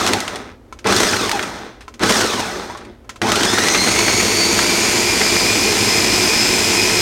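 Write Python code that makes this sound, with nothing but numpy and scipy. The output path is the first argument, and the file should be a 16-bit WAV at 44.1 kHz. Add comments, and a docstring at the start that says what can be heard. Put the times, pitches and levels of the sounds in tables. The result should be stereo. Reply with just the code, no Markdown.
"""A countertop blender coasts down from a pulse as hard fruit knocks against the jar. The switch clicks ahead
of two more short pulses; each time the gears rasp, the blades chop and the fruit slumps back. After a last
click, at 3.2 s, the motor climbs into a steady run: the planetary gear whines through the ringing housing,
air and spray rush, and the pieces churn down to pulp. A fridge hums in the small kitchen throughout."""
import sys
import numpy as np
from scipy import signal
from scipy.fft import rfft, irfft, next_fast_len
from scipy.io import wavfile
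from scipy.ndimage import uniform_filter1d, map_coordinates

SR = 44100
rng = np.random.default_rng(int(sys.argv[2]) if len(sys.argv) > 2 else 0)


def bounce(signal):
    """Save signal as a 16-bit WAV file at the path given by the first command-line argument."""
    frames = np.transpose(np.atleast_2d(signal))
    limited = np.clip(frames, -1, 1)
    pcm = np.round(limited * 32767).astype(np.int16)
    wavfile.write(sys.argv[1], SR, pcm)


N = 309132
T = np.arange(N) / SR
RUN_START_S = 3.212

# Presses of the pulse button. Each row: on and off in seconds, braking by the fruit in Hz,
# starting surge in dB, then trims of chop, churn and rush in dB.
PULSES = [(-.25, -.11, 9.7, 28, 0, -1, 1), (.842, 1.035, 6.9, 10.5, -0.5, -1, 0),
          (1.993, 2.14, 6.05, 9.5, -1, -1, 0.5)]
# Whole pieces left in the jar. Each row: time in seconds, share from 0 to 1.
WHOLE_PIECES = [(0, 0.86), (2, 0.94), (3.3, 0.97), (4, 0.26), (4.8, 0.17), (7, 0)]
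# Tone of the midrange chop and of the low churn. Each row: frequency in Hz, level in dB.
CHOP_EQ = [(150, -27.5), (400, -4), (600, 5.5), (850, 0.5), (1150, 4.5), (1400, 4), (2000, 0), (2800, -9.5),
           (3600, -4), (6000, -16), (15000, -84)]
CHURN_EQ = [(25, -27), (45, -9), (70, -13), (107, -1.5), (150, -12.5), (205, -0.5), (280, -1), (330, 1),
            (358, 2.5), (390, -2.5), (440, 0.5), (530, -9), (900, -18.5), (3000, -55)]


def shaft():
    """Turns per second: each pulse spins up, then coasts against drag and fruit; the run climbs."""
    # The motor catches, ramps up, the fruit thins. Each row: added speed in Hz, time constant in seconds.
    run_stages = [(13.12, .018), (29.55, .209), (10.26, 1.5)]
    pulse_hz, spin_up_s, coast_s = 45, .07, .463
    speed = np.zeros(N)
    for on, off, brake, *_ in PULSES:
        driven = pulse_hz * (1 - np.exp(-np.clip(T - on, 0, off - on) / spin_up_s))
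        drag = np.exp(-np.maximum(T - off, 0) / coast_s)
        speed += np.maximum((driven + brake) * drag - brake, 0)
    age = np.maximum(T - RUN_START_S, 0)
    speed += sum(hz * (1 - np.exp(-age / lag)) for hz, lag in run_stages)
    return np.maximum(speed * (1 + .0015 * wander(T * 5)), 1e-3)  # the load makes the speed waver


def gear_whine(speed, turns):
    """Tones of shaft, gear mesh and motor lock to the rotation and sweep through the housing resonances."""
    orders = [1, 2, 7, 46, 47, 48, 89, 90, 91, 94, 97, 98, 99, 100, 101, 103, 135, 138, 141, 144, 147, 186,
              194, 195, 231, 235, 63.67, 127.34, 152.8]  # Each entry: a tone's cycles per blade turn.
    levels_db = [-46.5, -49, -36, -38.5, -55, -36.5, -47, -47, -58, -35, -39.5, -50, -44.5, -41, -45.5,
                 -46.5, -43, -44.5, -45, -50, -41, -50, -58, -46, -60, -56, -56, -59, -42.5]  # Each entry: that tone's level in dB.
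    shaky = turns + 0.00088 * wander(T * 35)  # each cut checks the shaft a little
    shaky += 0.00055 * wander(T * 320)  # play between the teeth blurs the high tones
    whine = 0
    for order, db in zip(orders, levels_db):
        gain = undb(db + housing_db(order * speed) + 3.3 * wander(T * 20))
        whine += gain * np.sqrt(2) * np.sin(2 * np.pi * order * shaky)
    drive_db = np.where(T < RUN_START_S, -2, 4)  # a clean whine needs a steady drive
    return undb(drive_db) * whine * (speed / speed.max()) ** 2.35


def gear_rasp(speed, turns):
    """Whole pieces load the teeth unevenly, spreading a rasp around each harmonic of the mesh."""
    harmonics_db = [-27.5, -33, -29.5, -33.5, -36]  # Each entry: level of one mesh harmonic in dB.
    ring_teeth, pulp_db, chunky_db, coast_db = 47, -5, 3.5, -1.5
    chunky = np.interp(T, *np.transpose(WHOLE_PIECES))
    jolted = turns + 0.0037 * chunky * wander(turns * 9)  # pieces jolt the shaft and smear the mesh
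    rasp = 0
    for k, db in enumerate(harmonics_db, 1):
        mesh = 2 * np.pi * k * ring_teeth * jolted
        uneven = turns * (4.5 + 2 * k)
        band = wander(uneven) * np.cos(mesh) + wander(uneven) * np.sin(mesh)
        hz = k * ring_teeth * speed
        radiated = hz ** 4 / (hz ** 4 + 700 ** 4)  # the small housing radiates little bass
        hardness = (speed / speed.max()) ** (0.18 * k)  # slow teeth meet softly: the top fades first
        rasp += radiated * hardness * undb(db + 0.65 * housing_db(hz)) * band
    powered = (T >= RUN_START_S) + sum((T >= on) * (T < off) for on, off, *_ in PULSES)
    coasting = 1 - uniform_filter1d(1. * powered, size=SR // 5)  # motor off: less force on the teeth
    return undb(pulp_db + (chunky_db - pulp_db) * chunky + coast_db * coasting) * rasp


def gears(speed, turns):
    """The planetary gear whines and rasps, falling silent as the shaft coasts to rest."""
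    drive = (speed / speed.max()) ** 0.23 * np.clip((speed - 3) / 14, 0, 1)
    return drive * (gear_whine(speed, turns) + gear_rasp(speed, turns))


def blades(speed, turns):
    """Blades cut pieces, churn pulp and fling spray; the cuts get finer and more even as pieces shrink."""
    # Tone of wet pulp and of rushing air and spray. Each row: frequency in Hz, level in dB.
    pulp_eq = [(150, -23.5), (400, -23.5), (650, -0.5), (830, -9), (1030, 0), (1160, -6.5), (1680, -1.5),
               (2150, 2.5), (2450, 3), (3050, -6), (3600, -16.5), (6000, -23.5), (15000, -41)]
    rush_eq = [(1200, -37.5), (2800, 0.5), (3400, -0.5), (4300, 2), (4900, -1), (5600, 3), (6500, -2),
               (7800, -4), (9500, -6.5), (10400, -13.5), (11800, -13), (16000, -21.5)]
    chop_gain, churn_gain, rush_gain = blade_gains(speed)
    chunky = np.interp(T, *np.transpose(WHOLE_PIECES))
    bite_db = (0.27 + 1.09 * chunky) * wander(turns * 3.5)  # each passing blade meets a different load
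    cuts = grains(300 + 55 * speed, spread_db=3.5) * undb(1.85 * bite_db)
    spray = grains(800 + 120 * speed, spread_db=4.0) * undb(3.15 * bite_db)
    pieces = colour(cuts + 0.77 * rng.standard_normal(N), CHOP_EQ, housing=0.42)
    pulp = colour(spray + 0.53 * rng.standard_normal(N), pulp_eq, housing=0.52)
    chop = np.sqrt(chunky) * pieces + np.sqrt(1 - chunky) * pulp
    churn = colour(grains(1500 + 20 * speed, spread_db=2.0) * undb(2 * bite_db), CHURN_EQ)
    rush = colour(0.54 * cuts + 0.51 * spray + 0.82 * rng.standard_normal(N), rush_eq, housing=0.53)
    return chop_gain * chop + churn_gain * churn + rush_gain * rush


def blade_gains(speed):
    """Chop, churn and rush grow with speed, surge on biting settled fruit and die as the blades stall."""
    # How each layer follows the shaft. Each lists: base level in dB, dB per doubling of speed,
    # stall speed in Hz, weight of the surge.
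    chop = (-21.5, 1.9, 6, 1.0)
    churn = (-22, 3, 5, 1.37)
    rush = (-19.5, 5.5, 9, 0.39)
    full_hz, run_surge_db, surge_s = 52, 7.5, .12
    surge_db, trims_db = np.zeros(N), np.zeros((3, N))
    for on, _, _, start_db, *trims in PULSES + [(RUN_START_S, None, None, run_surge_db, 0, 0, 0)]:
        since = T >= on
        surge_db[since] = start_db * np.exp(-(T[since] - on) / surge_s)
        trims_db[:, since] = np.array(trims)[:, None]
    doublings = np.log2(speed / full_hz)
    return [undb(db + slope * doublings + weight * surge_db + trim) / (1 + (stall / speed) ** 2)
            for (db, slope, stall, weight), trim in zip((chop, churn, rush), trims_db)]


def knocks():
    """Hard fruit cracks against a blade and thuds into the plastic jar, which rings briefly."""
    # Blade hits. Each row: start in seconds, thud in dB, crack in dB, decay in seconds.
    hits = [(0.065, -16, -7.5, 0.0038), (0.075, -37, -9.5, 0.006), (0.1347, -25, -4, 0.0024),
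            (0.204, -27, -13, .004), (0.279, -16, -18, 0.005), (0.358, -25, -21, 0.0058),
            (0.844, -25, -30, 0.0071), (0.87, -26, -11.5, 0.0046), (0.9243, -9, -7.5, 0.0047),
            (0.964, -26, -10, 0.013), (1.033, -7, -10, 0.0042), (1.1139, -21, -16, 0.0028),
            (1.133, -11.5, -30, 0.0041), (1.294, -16, -11, 0.0029), (1.315, -10, -9, 0.0038),
            (1.394, -8.5, -34, .003), (1.427, -20, -22, 0.013), (1.808, -35, -39, 0.02),
            (1.995, -30, -31, .008), (2.035, -11, -12, 0.0059), (2.0946, -8, -9.5, 0.0067),
            (2.123, -21, -10, 0.0046), (2.209, -13.5, -15.5, 0.016), (2.24, -26, -23, .005),
            (2.773, -47, -33, 0.011), (2.85, -36, -41, .008), (3.217, -11.5, -16.5, 0.0085),
            (3.319, -14, -10, .007), (3.357, -19, -11.5, 0.0095), (3.433, -13, -8, .004),
            (3.584, -7, -20, 0.007), (3.639, -10, -26, 0.0036), (3.684, -13, -7, .004),
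            (3.747, -8, -13, 0.0098), (3.873, -7.5, -25, .005), (3.96, -10, -21, 0.0054),
            (3.99, -9, -11, .004), (4.081, -6, -27, 0.0051), (4.59, -6, -10, .004),
            (5.214, -7.5, -25, 0.0068), (5.364, -10.5, -25, 0.0053)]
    # Tone of the thud and of the crack. Each row: frequency in Hz, level in dB.
    thud_eq = [(80, -6), (300, -7), (800, -5.5), (1400, -1.5), (2300, -2.5), (2900, -8.5), (5000, -16),
               (16000, -69)]
    crack_eq = [(300, -12), (1200, 3), (2400, 5), (4000, 7), (6300, 1.5), (8500, -0.5), (11000, -7),
                (16000, -26)]
    thud = crack = 0
    for start, thud_db, crack_db, decay in hits:
        # body, first snap and tail
        blow = 0.65 * burst(start, decay) + 0.42 * burst(start, 0.00053) + 0.085 * burst(start, 0.016)
        thud += undb(thud_db) * blow
        crack += undb(crack_db) * blow
    thud *= colour(rng.standard_normal(N), thud_eq, housing=0.2)
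    crack *= colour(rng.standard_normal(N), crack_eq, housing=0.25)
    return thud + crack


def slumps():
    """Fruit falls back on the slowing blades in a soft swell: a low slosh and a wet spatter."""
    # Falling fruit. Each row: peak time and width in seconds, slosh in dB, splash in dB.
    falls = [(0.137, 0.032, -21.5, -33), (0.363, 0.029, -42, -34), (1.646, 0.034, -47, -38),
             (2.236, 0.021, -24, -36), (2.595, .025, -31, -32), (2.744, .03, -45, -41),
             (2.892, 0.024, -38, -48)]
    slosh = splash = 0
    for peak, width, slosh_db, splash_db in falls:
        swell = np.exp(-.5 * ((T - peak) / width) ** 2)
        slosh += undb(slosh_db) * swell
        splash += undb(splash_db) * swell
    slosh *= colour(grains(1500, spread_db=1.5), CHURN_EQ)
    splash *= colour(grains(460, spread_db=5.0), CHOP_EQ, housing=0.94)
    return slosh + splash


def plops():
    """Air pockets open in the fruit and ring for a few cycles, bending up a little."""
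    # Air pockets. Each row: start in seconds, pitch in Hz, level in dB, decay in seconds.
    pockets = [(1.134, 1570, -21, .007), (1.393, 1500, -13, .005), (2.248, 477, -14, 0.0085),
               (2.699, 930, -21.5, 0.013), (2.751, 1080, -25, .012), (3.577, 1382, -8.5, .008),
               (4.082, 1130, -15, 0.0042)]
    rise_per_s = 3
    out = 0
    for start, hz, db, decay in pockets:
        age = np.clip(T - start, 0, .1)
        cycles = hz * age * (1 + rise_per_s * age / 2)
        out += undb(db) * burst(start, decay) * np.sin(2 * np.pi * cycles)
    return out


def switch():
    """Each click is a short crack that rings the control panel."""
    # Switch clicks. Each row: start in seconds, level in dB, panel ring relative to it in dB.
    clicks = [(0.7256, -35.5, -5.5), (.789, -35.5, -25), (1.8805, -35.5, -6.5), (1.94, -36, -25),
              (3.046, -55, -7), (3.093, -25.5, -18), (3.159, -36, -15)]
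    # Tone of the crack. Each row: frequency in Hz, level in dB.
    click_eq = [(200, 6), (700, -13), (1200, 7), (2800, 4), (4200, 0), (6500, 0.5), (9000, -7.5),
                (16000, -24)]
    # Panel modes. Each row: frequency in Hz, level in dB, seconds to fall by 60 dB.
    panel_modes = [(440, 0, 0.14), (1036, 17.5, 0.041), (1320, 17, 0.044), (2060, -1, 0.043),
                   (2220, 5, 0.065), (5960, -6, .051)]
    crack = sum(undb(db) * burst(start, 0.011) for start, db, _ in clicks)
    crack *= colour(rng.standard_normal(N), click_eq, housing=0.33)
    blows = np.zeros(N)
    for start, db, ring_db in clicks:
        blows[int(start * SR)] = undb(db + ring_db)
    t = T[:SR // 4]
    ring = sum(undb(db - 60 * t / t60) * np.sin(2 * np.pi * hz * t) for hz, db, t60 in panel_modes)
    return crack + 0.75 * signal.fftconvolve(blows, ring)[:N]


def room(x, t60, wet_db):
    """Tiles and counter return a short diffuse tail."""
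    t = T[:SR // 2]
    tail = rng.standard_normal(len(t)) * undb(-60 * t / t60) * (t > .003)
    return x + undb(wet_db) * signal.fftconvolve(x, tail / np.linalg.norm(tail))[:N]


def kitchen():
    """The fridge hums over quiet room tone."""
    # Fridge partials and the room tone's spectrum. Each row: frequency in Hz, level in dB.
    partials = [(59.2, -66), (118.4, -54), (236.9, -56), (296.1, -70)]
    room_eq = [(15, -30), (25, -1), (75, 3), (167, -21), (224, -5), (438, -9), (604, -12.5), (811, -18),
               (879, -19.5), (2020, -27.5), (2630, -32), (15000, -48)]
    hum = sum(undb(db) * np.sqrt(2) * np.sin(2 * np.pi * (hz * T + rng.random())) for hz, db in partials)
    return undb(-1.5) * hum + undb(-44) * colour(rng.standard_normal(N), room_eq)


def housing_db(hz):
    """Boost or cut that the resonant motor housing gives a frequency."""
    # Housing resonances. Each row: centre in Hz, width in Hz, gain in dB.
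    resonances = [(842, 220, 15.5), (1294, 63, 7), (1510, 51, 6.5), (1950, 61, 4.5), (2090, 40, 7),
                  (2420, 43, 5), (3440, 410, 7), (4210, 114, 7.5), (4537, 53, 9.5), (5067, 51, 10),
                  (5160, 103, 10.5), (6080, 150, 13), (6543, 75, 8.5), (6674, 140, 11), (8480, 380, 6.5),
                  (10050, 180, -6)]
    return sum(db / (1 + (2 * (hz - centre) / width) ** 2) for centre, width, db in resonances)


def colour(x, eq, housing=0):
    """Minimum-phase filter from an EQ curve and a share of the housing resonances; output at rms 1."""
    size = 2 * next_fast_len(N // 2 + 4096)
    hz = np.arange(size // 2 + 1) * SR / size
    eq_hz, eq_db = np.transpose(eq)
    gain_db = np.interp(np.log(hz + 1), np.log(eq_hz), eq_db) + housing * housing_db(hz)
    cepstrum = irfft(np.log(undb(gain_db)))[:size // 2]
    response = np.exp(rfft(2 * cepstrum, size))
    return unit(irfft(rfft(x, size) * response)[:N])


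def grains(per_s, spread_db):
    """Random tiny impacts, a few much larger than the rest."""
    sizes = undb(spread_db * np.minimum(rng.exponential(size=N), 4))
    return unit((rng.random(N) < per_s / SR) * sizes * rng.choice([-1, 1], N))


def burst(start, decay):
    """Envelope of a blow: instant attack, exponential fall."""
    age = np.maximum(T - start, 0)
    return (age > 0) * np.exp(-np.minimum(age / decay, 50))


def wander(position):
    """Smooth random drift of spread near 1, with a new value at each whole step of position."""
    steps = rng.standard_normal(int(position.max()) + 2)
    return map_coordinates(steps, [position], order=2, mode="nearest")


def undb(db):
    """Decibels to gain."""
    return 10 ** (np.asarray(db) / 20)


def unit(x):
    """Scale to rms 1."""
    return x / np.sqrt(np.mean(x ** 2))


def scene():
    """One shaft drives gears and blades; jar and switch get the reverb; both channels are alike."""
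    speed = shaft()
    turns = np.cumsum(speed) / SR
    gearbox = gears(speed, turns)
    jar = blades(speed, turns) + slumps() + plops() + knocks()
    mono = gearbox + room(jar + switch(), t60=0.3, wet_db=-13.0) + kitchen()
    return np.array([mono, mono])


def record(dry):
    """Roll off the deepest bass, round the highest peaks and cut the top."""
    thin = signal.sosfilt(signal.butter(4, 38, "high", fs=SR, output="sos"), dry)
    rounded = np.tanh(.9 * thin) / .9
    return signal.sosfilt(signal.ellip(10, .1, 70, 15950, fs=SR, output="sos"), rounded)


dry = scene()
out = record(dry)
bounce(out)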